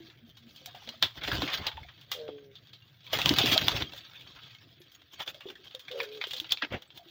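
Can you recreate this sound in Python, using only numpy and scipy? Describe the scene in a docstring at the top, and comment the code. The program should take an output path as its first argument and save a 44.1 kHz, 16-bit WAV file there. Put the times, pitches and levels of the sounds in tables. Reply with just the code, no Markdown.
"""Pigeons crowd a steel perch in a wire loft on an open roof, close to a small microphone.
Over a far town rumble, birds cluck and shuffle, their feet ringing perch and mesh. At 1 s a wing claps
and a flurry follows: feathers rustle and push air at the microphone. Just after 2 s a bird coos, pulses
ringing its throat pouch. The biggest burst of flapping comes at 3-4 s. Near 5 s the town's drone drops
back; lighter wingbeats follow, with a second bird's coo around 6 s."""
import sys
import numpy as np
from scipy import signal
from scipy.io import wavfile
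from scipy.ndimage import uniform_filter1d

SR = 44100
rng = np.random.default_rng(int(sys.argv[2]) if len(sys.argv) > 2 else 0)


def log_audio(samples):
    """Write samples as a 16-bit WAV file to the path given in sys.argv[1]."""
    # one column per channel
    frames = np.atleast_2d(samples).T
    # limit to full scale, then quantise
    limited = np.clip(frames, -1, 1)
    pcm = np.round(limited * 32767).astype(np.int16)
    wavfile.write(sys.argv[1], SR, pcm)


N = 313110
T = np.arange(N) / SR

# EQ curves for distant town wash, air on the microphone and feather rustle: f/Hz, level/dB
TOWN_EQ = [(15, -41.5), (25, -34), (103, 0.5), (182, -15.5), (226, -13), (378, -15), (902, -31.5),
           (1600, -5.5), (2530, -13), (3320, -44.5), (6380, -36), (8140, -41), (13300, -50.5),
           (15200, -6.5), (16500, -46.5)]
DRAUGHT_EQ = [(15, -31.5), (25, -13), (69, 5.5), (124, 9), (243, -1), (291, 4.5), (406, -2.5), (626, -7),
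              (700, -1), (910, -41), (1540, -120)]
FEATHER_EQ = [(180, -32.5), (300, -4.5), (627, -9.5), (1310, -7.5), (2100, -4), (3300, 9), (4600, 2),
              (6200, -11.5), (7300, -18.5), (8300, -30.5), (10500, -29), (13300, -29), (15100, -6),
              (16500, -25.5)]
# faint hum under the opening: f/Hz, level/dB
HUM_TONES = [(233, -71)]
# ringing modes of the steel perch and mesh: f/Hz, level/dB, t60/s
PERCH_MODES = [(1282, -16.5, 0.11), (1602, -13, 0.071), (2225, -11.5, 0.087), (2580, -10.5, .08),
               (2956, -9.5, .06), (3240, -4.5, .08), (3580, -7, 0.065), (3953, -8.5, 0.065),
               (4476, -8, 0.081), (4900, -12.5, 0.041), (5610, -17.5, 0.064), (6480, -17, 0.044)]
# claws plucking mesh and perch: t/s, level/dB, f/Hz, t60/s, noisiness/0-1
CLAW_TINKS = [(2.56, -53, 3550, 0.077, 0), (2.82, -58, 2810, 0.12, 0), (3.87, -43, 3230, 0.076, .06),
              (4.27, -49, 3250, 0.066, 0.2), (4.55, -57, 2180, .08, 0), (4.8, -62.5, 11350, .083, .45),
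              (4.948, -55, 6660, 0.049, 0.1), (5.133, -55.5, 6500, .07, 0.6), (5.75, -64, 9900, .04, 0.5),
              (6.33, -52, 7260, .06, 0.7), (6.508, -27, 4600, 0.02, 0.4), (6.877, -67, 7960, .043, .3)]
# short clucks and hollow knocks: t/s, level/dB, f/Hz, t60/s, noisiness/0-1
CLUCK_CUES = [(0.003, -47.5, 337.5, 0.28, 0.09), (0.084, -53.5, 344, 0.09, 0.4),
              (0.614, -59.5, 533, 0.23, 0.1), (0.674, -47, 726, 0.11, 0.36),
              (0.746, -40.5, 727, 0.12, 0.43), (0.819, -48, 758, 0.052, 0.65),
              (0.874, -48, 536, 0.15, 0.98), (0.939, -51.5, 653, 0.067, 0.15),
              (1.025, -33.5, 860, 0.033, 0.86), (1.282, -29.5, 354, 0.07, 0.98),
              (1.42, -27.5, 299, 0.13, 0.68), (1.666, -41.5, 902, 0.29, 0.5),
              (1.777, -36, 890, 0.061, 0.39), (1.848, -51, 720, 0.075, 0.2), (2.117, -48, 795, 0.13, 0.4),
              (2.287, -33, 404, 0.062, 0.9), (3.13, -25, 520, 0.061, 0.81), (3.187, -27, 710, 0.069, 1),
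              (3.256, -31.5, 960, 0.26, 0.76), (3.308, -24.5, 299, 0.15, 0.51),
              (3.389, -28, 690, 0.18, 0.64), (3.438, -26, 286, 0.1, 0.65), (3.52, -24.5, 280, 0.11, 0.5),
              (3.557, -24, 643, 0.077, 0.57), (3.68, -23, 914, 0.062, 0.94), (3.804, -35, 332, 0.15, 0.54),
              (3.931, -48, 567, 0.11, 0.7), (4.804, -51, 355, 0.11, 0.24), (5.204, -36.5, 710, 0.054, 1),
              (5.27, -44.5, 500, 0.13, 0.94), (5.345, -53.5, 581, 0.28, 0.52),
              (5.456, -34, 399, 0.15, 0.34), (5.5, -42, 374.5, 0.14, 0.5), (5.59, -56.5, 382, 0.3, 0.4),
              (5.746, -42.5, 525, 0.11, 0.23), (6.27, -43.5, 427, 0.056, 0.6),
              (6.335, -46.5, 521, 0.18, 0.33), (6.416, -49, 327, 0.14, 0.02), (6.632, -36, 294, 0.12, 0.56),
              (6.716, -36.5, 600, 0.18, 0.97), (6.736, -31.5, 320, 0.092, 0.92),
              (6.993, -51, 704, 0.21, 0.3), (7.06, -55.5, 343, 0.3, 0.2)]
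# two coos of two phrases each: pouch f/Hz, pouch spread/Hz, roughness/0-1,
# then a contour of t/s, pulse rate/Hz, level/dB, strong-weak alternation/ratio
COO_PHRASES = [(509, 68, 0.2, [(2.13, 176.4, -53, .5), (2.178, 165.8, -45, 1), (2.206, 155.2, -38, 0),
               (2.256, 151, -44.5, 0), (2.29, 149.8, -41, .2)]), (414, 78, 0.18, [(2.29, 146.5, -46, .1),
               (2.358, 143.5, -43, 0.018), (2.41, 141.6, -53, 0.082), (2.518, 134, -56.5, 0.12),
               (2.56, 142, -70, .02)]), (487, 48, 0.3, [(5.9, 154.4, -63, .5), (5.912, 162.3, -40.5, 0.27),
               (5.93, 170.6, -41, 0.74), (5.96, 156, -37.5, 2.7), (6.0, 158, -35.5, 0.17),
               (6.05, 149.5, -40, 0.85)]), (438, 64, .2, [(6.05, 138.1, -46.5, .1), (6.164, 145, -44, 0.26),
               (6.198, 138.4, -46, 0.36), (6.22, 145.1, -59, .2)])]
# the flock's steady bed of movement: t/s, rustle level/dB, draught level/dB
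FLOCK_STIR = [(0.0, -58.5, -64.5), (0.34, -67, -72), (0.67, -55.5, -62.5), (1.14, -55.5, -73),
              (1.42, -42.5, -51), (1.54, -32.5, -53), (1.76, -60.5, -69), (1.92, -63, -68.5),
              (2.51, -65.5, -67.5), (3.0, -62, -73.5), (3.16, -42.5, -54), (3.3, -36, -35),
              (3.42, -29, -47), (3.68, -32, -36), (3.76, -29.5, -56), (3.85, -54, -48), (3.97, -50.5, -64),
              (4.71, -60, -66), (4.86, -62, -70), (5.85, -58, -68.5), (6.19, -52, -66.5),
              (6.47, -52.5, -67), (6.84, -64, -71.5), (7.1, -60, -65)]
# wing strokes: centre t/s, length/s, rustle level/dB, swish re rustle/dB, fizz re rustle/dB,
# draught level/dB, thud level/dB
WING_STROKES = [(0.071, 0.077, -52.5, -11, -13, -62, -82), (0.293, 0.094, -56.5, -12, -6.5, -66, -70),
                (0.568, 0.3, -56, -14, -7, -67, -83), (0.843, 0.13, -55, -6, -9, -66, -60),
                (1.047, 0.076, -58, -9, -33, -46.5, -71), (1.18, 0.073, -46.5, -1.5, -13, -55, -54),
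                (1.237, 0.089, -38, -0.5, -30, -45.5, -68), (1.277, 0.079, -42, -2, -3, -42.5, -42.5),
                (1.361, 0.17, -32, -2, -10.5, -39.5, -44), (1.439, 0.041, -33.5, -0.5, -14, -44, -54),
                (1.539, 0.06, -27, -4, -18, -53, -54), (1.552, 0.037, -34, -8, -6, -57, -50),
                (1.609, 0.091, -41.5, 0.5, -39, -47.5, -49), (1.665, 0.098, -40, 2, -27, -63, -52),
                (1.804, 0.27, -57, -5, -9, -60.5, -49.5), (2.024, 0.1, -55, -8, -12, -73, -73),
                (2.134, 0.092, -49, -1.5, -25, -69, -78), (2.211, 0.2, -51, -5, -20, -60, -73),
                (3.155, 0.09, -29.5, -5.5, -9, -41, -44), (3.27, 0.068, -22, -7, -10, -35.5, -50),
                (3.311, 0.059, -34, -3, -6, -39, -55), (3.404, 0.1, -31, -1.5, -11, -30.5, -46),
                (3.478, 0.12, -29.5, -3, -7, -29.5, -40), (3.535, 0.068, -24.5, -5.5, -6, -27.5, -53),
                (3.621, 0.044, -40, 4.5, -14, -33.5, -54), (3.722, 0.09, -39, 5, -8, -39, -47),
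                (3.795, 0.17, -33.5, -3, -14.5, -34.5, -43), (3.968, 0.086, -45.5, -11, -8, -74, -61),
                (4.374, 0.1, -54, 0.5, -15, -77, -78), (4.951, 0.046, -51.5, -17, -7, -86, -75),
                (5.142, 0.069, -53, -9, -6, -67, -80), (5.217, 0.086, -39, -5, -9.5, -59, -85),
                (5.289, 0.079, -39.5, -7, -9, -61, -85), (5.491, 0.087, -50, -21, -14, -75, -76),
                (5.673, 0.055, -54, -9, -13, -58, -77), (6.002, 0.2, -42.5, -5, -13.5, -59, -77),
                (6.136, 0.095, -47, -11, -16, -74, -84), (6.377, 0.056, -37.5, -12, -15, -59, -79),
                (6.526, 0.091, -34.5, -7.5, -20, -55, -80), (6.645, 0.077, -38, 3.5, -26, -63, -78),
                (6.744, 0.095, -39.5, 4, -27, -39.5, -39.5), (6.971, 0.061, -48, -12, -8, -64, -82),
                (7.09, 0.049, -53, -10, -12, -76, -78)]
# wing claps and claw ticks: t/s, mid-band peak/dB, low slap level/dB, high snap level/dB, ring f/Hz,
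# feather tail t60/s, feather noise re crack/dB
CLAP_CUES = [(0.1003, -39.5, -53.5, -65, 3470, 0.081, 16), (0.3704, -40.5, -60, -56, 3740, 0.15, 15),
             (0.561, -41, -64, -56, 3970, 0.1, -6), (0.6602, -27.5, -47.5, -36.5, 3370, 0.079, -14),
             (0.7493, -38.5, -48, -58, 3300, 0.23, 0), (0.8745, -34.5, -48, -60, 3630, 0.094, -6),
             (0.89, -25, -44.5, -45.5, 3870, 0.081, -7), (1.0261, -5.5, -22.5, -27, 3460, 0.13, -12.5),
             (1.1764, -42, -47, -69, 1680, 0.093, -11), (1.2137, -34, -51, -65, 3850, 0.1, -14),
             (1.2361, -23.5, -36.5, -41.5, 3580, 0.15, -1), (1.277, -22, -33, -55, 3650, 0.091, 5),
             (1.3167, -19.5, -27, -46, 1510, 0.042, 1), (1.4199, -19, -29, -38, 3500, 0.092, 0),
             (1.4769, -28, -32, -72, 3450, 0.36, 1), (1.668, -16, -36, -36, 3780, 0.085, -10),
             (1.716, -34, -43.5, -66, 3370, 0.12, 3), (1.7708, -54, -43.5, -64, 3400, 0.18, 7),
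             (1.8317, -42, -49.5, -68, 2360, 0.11, 0), (1.8873, -41, -47, -76, 3230, 0.13, 4),
             (1.9785, -47, -59.5, -81, 3190, 0.09, -1), (2.013, -40, -61, -59, 3170, 0.17, -3),
             (2.1171, -16.5, -34, -31.5, 3360, 0.18, -10), (2.2805, -39.5, -50.5, -81, 3250, 0.36, -17),
             (2.382, -47.5, -54, -81, 3290, 0.086, -1), (2.5551, -38, -63, -62, 3540, 0.13, 4),
             (2.6717, -44.5, -65, -68, 3600, 0.12, -6), (2.7328, -37.5, -60, -63, 3800, 0.12, -1),
             (3.0669, -36, -55, -58, 2330, 0.076, -15), (3.1312, -14, -30, -33, 3200, 0.16, 7),
             (3.188, -17.5, -30.5, -34, 3440, 0.29, -11), (3.2165, -13, -43, -35, 2800, 0.19, -14),
             (3.259, -4, -19.5, -26, 3120, 0.058, -20), (3.2928, -4.5, -34, -23.5, 3070, 0.19, -24.5),
             (3.3388, -14.5, -32.5, -31.5, 3380, 0.05, -19), (3.3669, -17, -36, -31.5, 3340, 0.15, -24),
             (3.3858, -6.5, -22, -21, 3530, 0.095, -4), (3.459, -12.5, -31, -28.5, 3480, 0.13, -4.5),
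             (3.519, -13, -29, -32.5, 3600, 0.075, -10), (3.5781, -1.5, -25.5, -24.5, 3450, 0.056, -34),
             (3.6826, -3.5, -23, -22.5, 3490, 0.059, -14.5), (3.7648, -28, -31, -49, 3050, 0.089, -10),
             (3.8223, -17.5, -31.5, -40, 3440, 0.04, 6), (3.922, -37, -55, -58, 2660, 0.12, -3),
             (3.935, -29, -46, -49, 3530, 0.069, -8), (4.2093, -39, -61, -57, 3080, 0.084, -9),
             (4.2672, -47, -52, -63, 3240, 0.12, -6), (4.4344, -40, -65, -62, 3220, 0.14, -6),
             (4.5496, -38.5, -58, -65, 3120, 0.11, -2), (4.8174, -43, -68, -55, 3480, 0.12, -6),
             (4.919, -42, -63, -54.5, 3210, 0.11, 3), (5.019, -42.5, -58.5, -65, 3160, 0.073, -9),
             (5.2024, -25.5, -37.5, -49, 3370, 0.066, 2), (5.277, -23.5, -42, -45, 3300, 0.059, -4),
             (5.345, -32.5, -52, -51.5, 3390, 0.15, -7), (5.4074, -35.5, -45.5, -57, 2880, 0.16, -13),
             (5.4867, -33.5, -51, -60, 3380, 0.11, 4), (5.5019, -31.5, -41.5, -51, 2980, 0.11, 0),
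             (5.5547, -42, -51.5, -64, 1850, 0.077, 2), (5.6462, -44, -62, -59, 3200, 0.17, -2),
             (5.7114, -40, -58, -65, 3350, 0.2, -3), (5.7494, -23.5, -51, -42.5, 3500, 0.063, -14),
             (5.7947, -37, -57, -51, 3380, 0.13, 3), (5.8822, -30, -42, -57, 2310, 0.097, 8),
             (5.914, -29.5, -47, -50.5, 3320, 0.12, 1), (6.0025, -23, -28, -66, 2420, 0.047, -3),
             (6.0312, -26, -43, -44, 3520, 0.11, -2), (6.1492, -38.5, -69, -63, 3680, 0.12, 1),
             (6.2134, -24, -31.5, -55, 2410, 0.073, 8), (6.24, -21.5, -33, -53, 3140, 0.11, -9),
             (6.2701, -28.5, -55, -44, 3240, 0.24, -6), (6.3096, -26.5, -48, -44.5, 3160, 0.086, -3),
             (6.334, -23.5, -43, -41, 3330, 0.12, -4), (6.3655, -27, -58, -43, 3180, 0.13, -1),
             (6.4002, -14, -42.5, -32, 3520, 0.12, -18), (6.4448, -31, -45.5, -71, 2860, 0.1, -6),
             (6.4937, -34, -60, -50.5, 2900, 0.17, -9), (6.5211, -7, -36, -25, 3460, 0.04, 0),
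             (6.573, -25, -44, -75, 2600, 0.13, -13), (6.6227, -22.5, -27.5, -59, 1720, 0.049, -11.5),
             (6.7242, -36, -37.5, -53, 3240, 0.19, 10), (6.8216, -34.5, -52, -53.5, 3200, 0.056, -7),
             (6.9042, -40, -57, -81, 3270, 0.15, -11), (6.975, -33, -53, -50.5, 3270, 0.072, -7)]

LOW_HZ, MID_HZ, HIGH_HZ = (480, 2000), (2000, 6000), (6000, 17000)


def gain_of(db):
    """Decibels to amplitude."""
    return 10 ** (np.asarray(db) / 20)


def unit_rms(x):
    """Normalises to rms 1."""
    return x / np.sqrt(np.mean(x ** 2) + 1e-20)


def add(mix, start_s, sound):
    """Lays a sound into the mix."""
    part = mix[max(round(start_s * SR), 0):][:len(sound)]
    part += sound[:len(part)]


def colour(x, eq, inlet_hz=3484, inlet_width_hz=1080, inlet_db=8):
    """Minimum-phase EQ, plus the presence peak of the microphone's resonating inlet."""
    eq_hz, eq_db = np.transpose(eq)
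    hz = abs(np.fft.fftfreq(8192, 1 / SR))
    presence_db = inlet_db / (1 + (2 * (hz - inlet_hz) / inlet_width_hz) ** 2)
    curve_db = np.interp(np.log(hz + 1), np.log(eq_hz + 1), eq_db) + presence_db
    log_gain = np.log(gain_of(np.maximum(curve_db, -100)))
    taps = np.fft.ifft(np.exp(np.conj(signal.hilbert(log_gain)))).real[:4096]
    return signal.oaconvolve(x, taps)[:len(x)]


def band(x, edges_hz):
    """Band-pass filter."""
    return signal.sosfilt(signal.butter(3, edges_hz, "bandpass", fs=SR, output="sos"), x)


def resonate(x, hz, width_hz):
    """Two resonators in series; each shifts hz (steady or gliding) to zero, smooths and shifts back."""
    carrier = np.exp(2j * np.pi * np.cumsum(hz * np.ones(len(x))) / SR)
    pole = np.exp(-np.pi * width_hz / SR)
    for _ in range(2):
        x = 2 * (carrier * signal.lfilter([1 - pole], [1, -pole], x / carrier + 1e-18)).real
    return x


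def wander(seconds):
    """Smooth random modulator of rms 1 that moves over about the given time."""
    size = max(round(seconds * SR), 2)
    return unit_rms(uniform_filter1d(uniform_filter1d(rng.standard_normal(N), size), size))


def town(wash_db=-75, drone_hz=116, drone_db=-63.5, drop_at_s=4.8, drop_db=-15.5, hum_ends_s=1.2):
    """Distant rumble and hiss, a low drone that drops back late, and a wavering hum that fades early."""
    wash = unit_rms(colour(rng.standard_normal(N), TOWN_EQ)) * gain_of(wash_db - 0.2 * wander(0.12))
    hum = sum(gain_of(db + 8.5 * wander(0.042)) * np.sin(2 * np.pi * hz * T) for hz, db in HUM_TONES)
    hum *= np.clip((hum_ends_s - T) / 0.36, 0, 1)
    drone = unit_rms(resonate(rng.standard_normal(N), drone_hz, width_hz=49))
    drone *= gain_of(drone_db + drop_db * np.clip((T - drop_at_s) / 0.11, 0, 1))
    return wash + drone + hum


def roof_echo(x, t60=0.42, predelay_s=0.0029):
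    """Sparse reflections off the roof's floor and walls."""
    t = np.arange(round(.3 * SR)) / SR
    taps = rng.standard_normal(len(t)) * (rng.random(len(t)) < .05)
    taps *= (t > predelay_s) * gain_of(-60 * t / t60)
    return signal.oaconvolve(x, taps / np.linalg.norm(taps))[:N]


def perch(hits, steps_per_s=45, steps_re_rustle_db=-6, shake_db=-18.5):
    """Shuffling feet tap the steel, each tap waking its own mix of modes; claps shake it too."""
    stir_s, stir_db, _ = np.transpose(FLOCK_STIR)
    footfalls = np.flatnonzero(rng.random(N) < steps_per_s / SR)
    weight_db = 2.5 * np.minimum(rng.exponential(1, len(footfalls)), 3)
    timbre_db = 7.5 * rng.uniform(-1.1, 1, (len(footfalls), len(PERCH_MODES)))
    t = np.arange(round(.15 * SR)) / SR
    attack = np.minimum(t / 0.0019, 1)
    steps, ring = np.zeros(N), np.zeros(len(t))
    for (hz, db, t60), mode_db in zip(PERCH_MODES, timbre_db.T):
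        mode = gain_of(db - 60 * t / t60) * np.sin(2 * np.pi * hz * t) * attack
        taps = np.zeros(N)
        taps[footfalls] = gain_of(weight_db + mode_db)
        steps += signal.oaconvolve(taps, mode)[:N]
        ring += mode
    shaken = gain_of(shake_db) * np.std(hits) * unit_rms(signal.oaconvolve(hits, ring)[:N])
    return unit_rms(steps) * gain_of(np.interp(T, stir_s, stir_db) + steps_re_rustle_db) + shaken


def blips(cues, attack_s, blur_hz, sag_per_s):
    """Short decaying tones, each blended with noise around its own pitch."""
    track, t = np.zeros(N), np.arange(round(.25 * SR)) / SR
    for start_s, db, hz, t60, noisiness in cues:
        pitch = hz * np.exp(-sag_per_s * t)
        tone = np.sqrt(2) * np.sin(2 * np.pi * np.cumsum(pitch) / SR)
        width_hz = blur_hz * (1 + 1.85 * noisiness ** 2)
        fuzz = unit_rms(resonate(rng.standard_normal(len(t)), pitch, width_hz))
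        envelope = (1 - np.exp(-t / attack_s)) * gain_of(-60 * t / t60)
        blend = (1 - noisiness) * tone + noisiness * fuzz
        add(track, start_s, gain_of(db) * envelope / envelope.max() * blend)
    return track


def claw_tinks():
    """Claws pluck the wire and the perch: small, bright pings of steady pitch."""
    return blips(CLAW_TINKS, attack_s=0.0014, blur_hz=600, sag_per_s=0)


def clucks():
    """Clipped calls and hollow knocks that sag in pitch as they die."""
    return blips(CLUCK_CUES, attack_s=0.00047, blur_hz=122, sag_per_s=0.7)


def coo(pouch_hz, spread_hz, roughness, contour):
    """Pulses ring the inflated throat pouch; uneven pulse pairs add partials between the harmonics."""
    times, *curves = np.transpose(contour)
    t = np.arange(times[0], times[-1], 1 / SR)
    pulse_hz, db, alternation = (np.interp(t, times, curve) for curve in curves)
    cycles = np.cumsum(pulse_hz) / SR
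    ratios = np.arange(2, 16)[:, None] / 2
    formant = np.exp(-.5 * ((ratios * pulse_hz - pouch_hz) / spread_hz) ** 2)
    partials = np.where(ratios % 1, alternation, 1) * formant
    voice = (partials * np.cos(2 * np.pi * ratios * cycles)).sum(0)
    voice /= np.sqrt((partials ** 2).sum(0) / 2)
    breath = unit_rms(resonate(rng.standard_normal(len(t)), pouch_hz, width_hz=180))
    blend = (1 - roughness) * voice + roughness * breath
    return times[0], gain_of(db) * blend * signal.windows.tukey(len(t), .08)


def stroke_envelope(bed_db, strokes_db):
    """Gain ride: the flock's steady stir plus one smooth swell of power per wing stroke."""
    power = gain_of(2 * np.interp(T, [row[0] for row in FLOCK_STIR], bed_db))
    for (centre_s, length_s, *_), db in zip(WING_STROKES, strokes_db):
        add(power, centre_s - length_s / 2, gain_of(2 * db) * np.hanning(round(length_s * SR)) ** 2)
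    return np.sqrt(power)


def turning_wings(x, streak_db=3.5, shading_db=2.5):
    """Drifting random EQ: narrow streaks, and broad shading as the wings turn."""
    spectrum = signal.stft(x, nperseg=512, noverlap=384)[2]
    fine, broad = rng.standard_normal((2, *spectrum.shape))
    streaks = uniform_filter1d(uniform_filter1d(fine, size=16, axis=1), size=2, axis=0)
    shading = uniform_filter1d(uniform_filter1d(broad, size=14, axis=1), size=14, axis=0)
    drift_db = streak_db * unit_rms(streaks) + shading_db * unit_rms(shading)
    return signal.istft(spectrum * gain_of(drift_db), nperseg=512, noverlap=384)[1][:len(x)]


def feathers(crackles_per_s=260, crackle_db=-6):
    """Sliding feathers make a flickering hiss flecked with crackle."""
    hiss = rng.standard_normal(N) * gain_of(2 * wander(0.013) + 1.5 * wander(0.02))
    sizes = gain_of(-3.5 * np.minimum(rng.exponential(1, N), 4)) * rng.standard_normal(N)
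    crackle = sizes * (rng.random(N) < crackles_per_s / SR)
    texture = unit_rms(hiss) + gain_of(crackle_db) * unit_rms(crackle)
    return colour(turning_wings(texture), FEATHER_EQ)


def wings(buffet_db=6.5):
    """Each stroke swells the feather noise, and the air it moves buffets the microphone."""
    _, stir_db, breeze_db = np.transpose(FLOCK_STIR)
    _, _, rustle_db, swish_db, fizz_db, draught_db, thud_db = np.transpose(WING_STROKES)
    texture = feathers()
    swish = unit_rms(band(texture, LOW_HZ)) * stroke_envelope(stir_db - 6.5, rustle_db + swish_db)
    rustle = unit_rms(band(texture, MID_HZ)) * stroke_envelope(stir_db, rustle_db)
    fizz = unit_rms(band(texture, HIGH_HZ)) * stroke_envelope(stir_db - 12, rustle_db + fizz_db)
    air = colour(rng.standard_normal(N), DRAUGHT_EQ) * gain_of(buffet_db * np.tanh(wander(0.028)))
    draught = unit_rms(band(air, (80, 900))) * stroke_envelope(breeze_db, draught_db)
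    thud = unit_rms(band(air, (20, 80))) * stroke_envelope(breeze_db - 11, thud_db)
    return swish + rustle + fizz + draught + thud


def claps(preroll_s=.03, crack_rise_s=0.00034, crack_fall_s=0.00039, bounce_db=-9, ring_db=-4.5):
    """Wing claps and claw ticks: a crack over feather noise; the wing's hollow or the perch rings."""
    track = np.zeros(N)
    t = np.arange(round(.2 * SR)) / SR - preroll_s
    crack = np.exp(np.where(t < 0, t / crack_rise_s, -t / crack_fall_s))
    whoosh = gain_of(-20) * np.exp(-abs(t) / 0.006)  # starts before the wing lands
    noises = rng.standard_normal((len(CLAP_CUES), len(t)))
    lags = rng.integers(50, 160, len(CLAP_CUES))
    for cue, noise, lag in zip(CLAP_CUES, noises, lags):
        hit_s, peak_db, slap_db, snap_db, ring_hz, t60, body_db = cue
        body = np.where(t < 0, np.exp(t / 0.0012), gain_of(-60 * t / t60))
        drive = noise * (crack + gain_of(body_db) * (body + whoosh))
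        drive[round(preroll_s * SR)] += 2.9  # the instant the quills meet
        drive += gain_of(bounce_db) * np.roll(drive, lag)  # off a surface under a metre away
        burst = colour(drive, FEATHER_EQ)
        ring = unit_rms(resonate(drive, ring_hz, width_hz=530)) * np.std(burst)
        burst += gain_of(ring_db) * ring
        mids = band(burst, MID_HZ)
        clap = gain_of(peak_db) * mids / abs(mids).max()
        for db, edges_hz in ((slap_db, (584, 2000)), (snap_db, HIGH_HZ)):
            layer = band(burst, edges_hz)
            loudest_rms = np.sqrt(uniform_filter1d(layer ** 2, 200).max())
            clap += gain_of(db) * layer / loudest_rms
        add(track, hit_s - preroll_s, clap)
    return track


def scene(echo_db=-22.5):
    """Mono mix: hits and calls with a touch of roof echo, over dry wing noise and the town."""
    hits = claps()
    birds = hits + perch(hits) + clucks() + claw_tinks()
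    for phrase in COO_PHRASES:
        add(birds, *coo(*phrase))
    return (birds + gain_of(echo_db) * roof_echo(birds) + wings() + town())[None]


def record(dry, cutoff_hz=15950):
    """A steep low-pass trims the very top."""
    lowpass = signal.firwin(511, cutoff_hz, window=("kaiser", 9), fs=SR)
    return signal.oaconvolve(dry, lowpass[None], "same")


dry = scene()
out = record(dry)
log_audio(out)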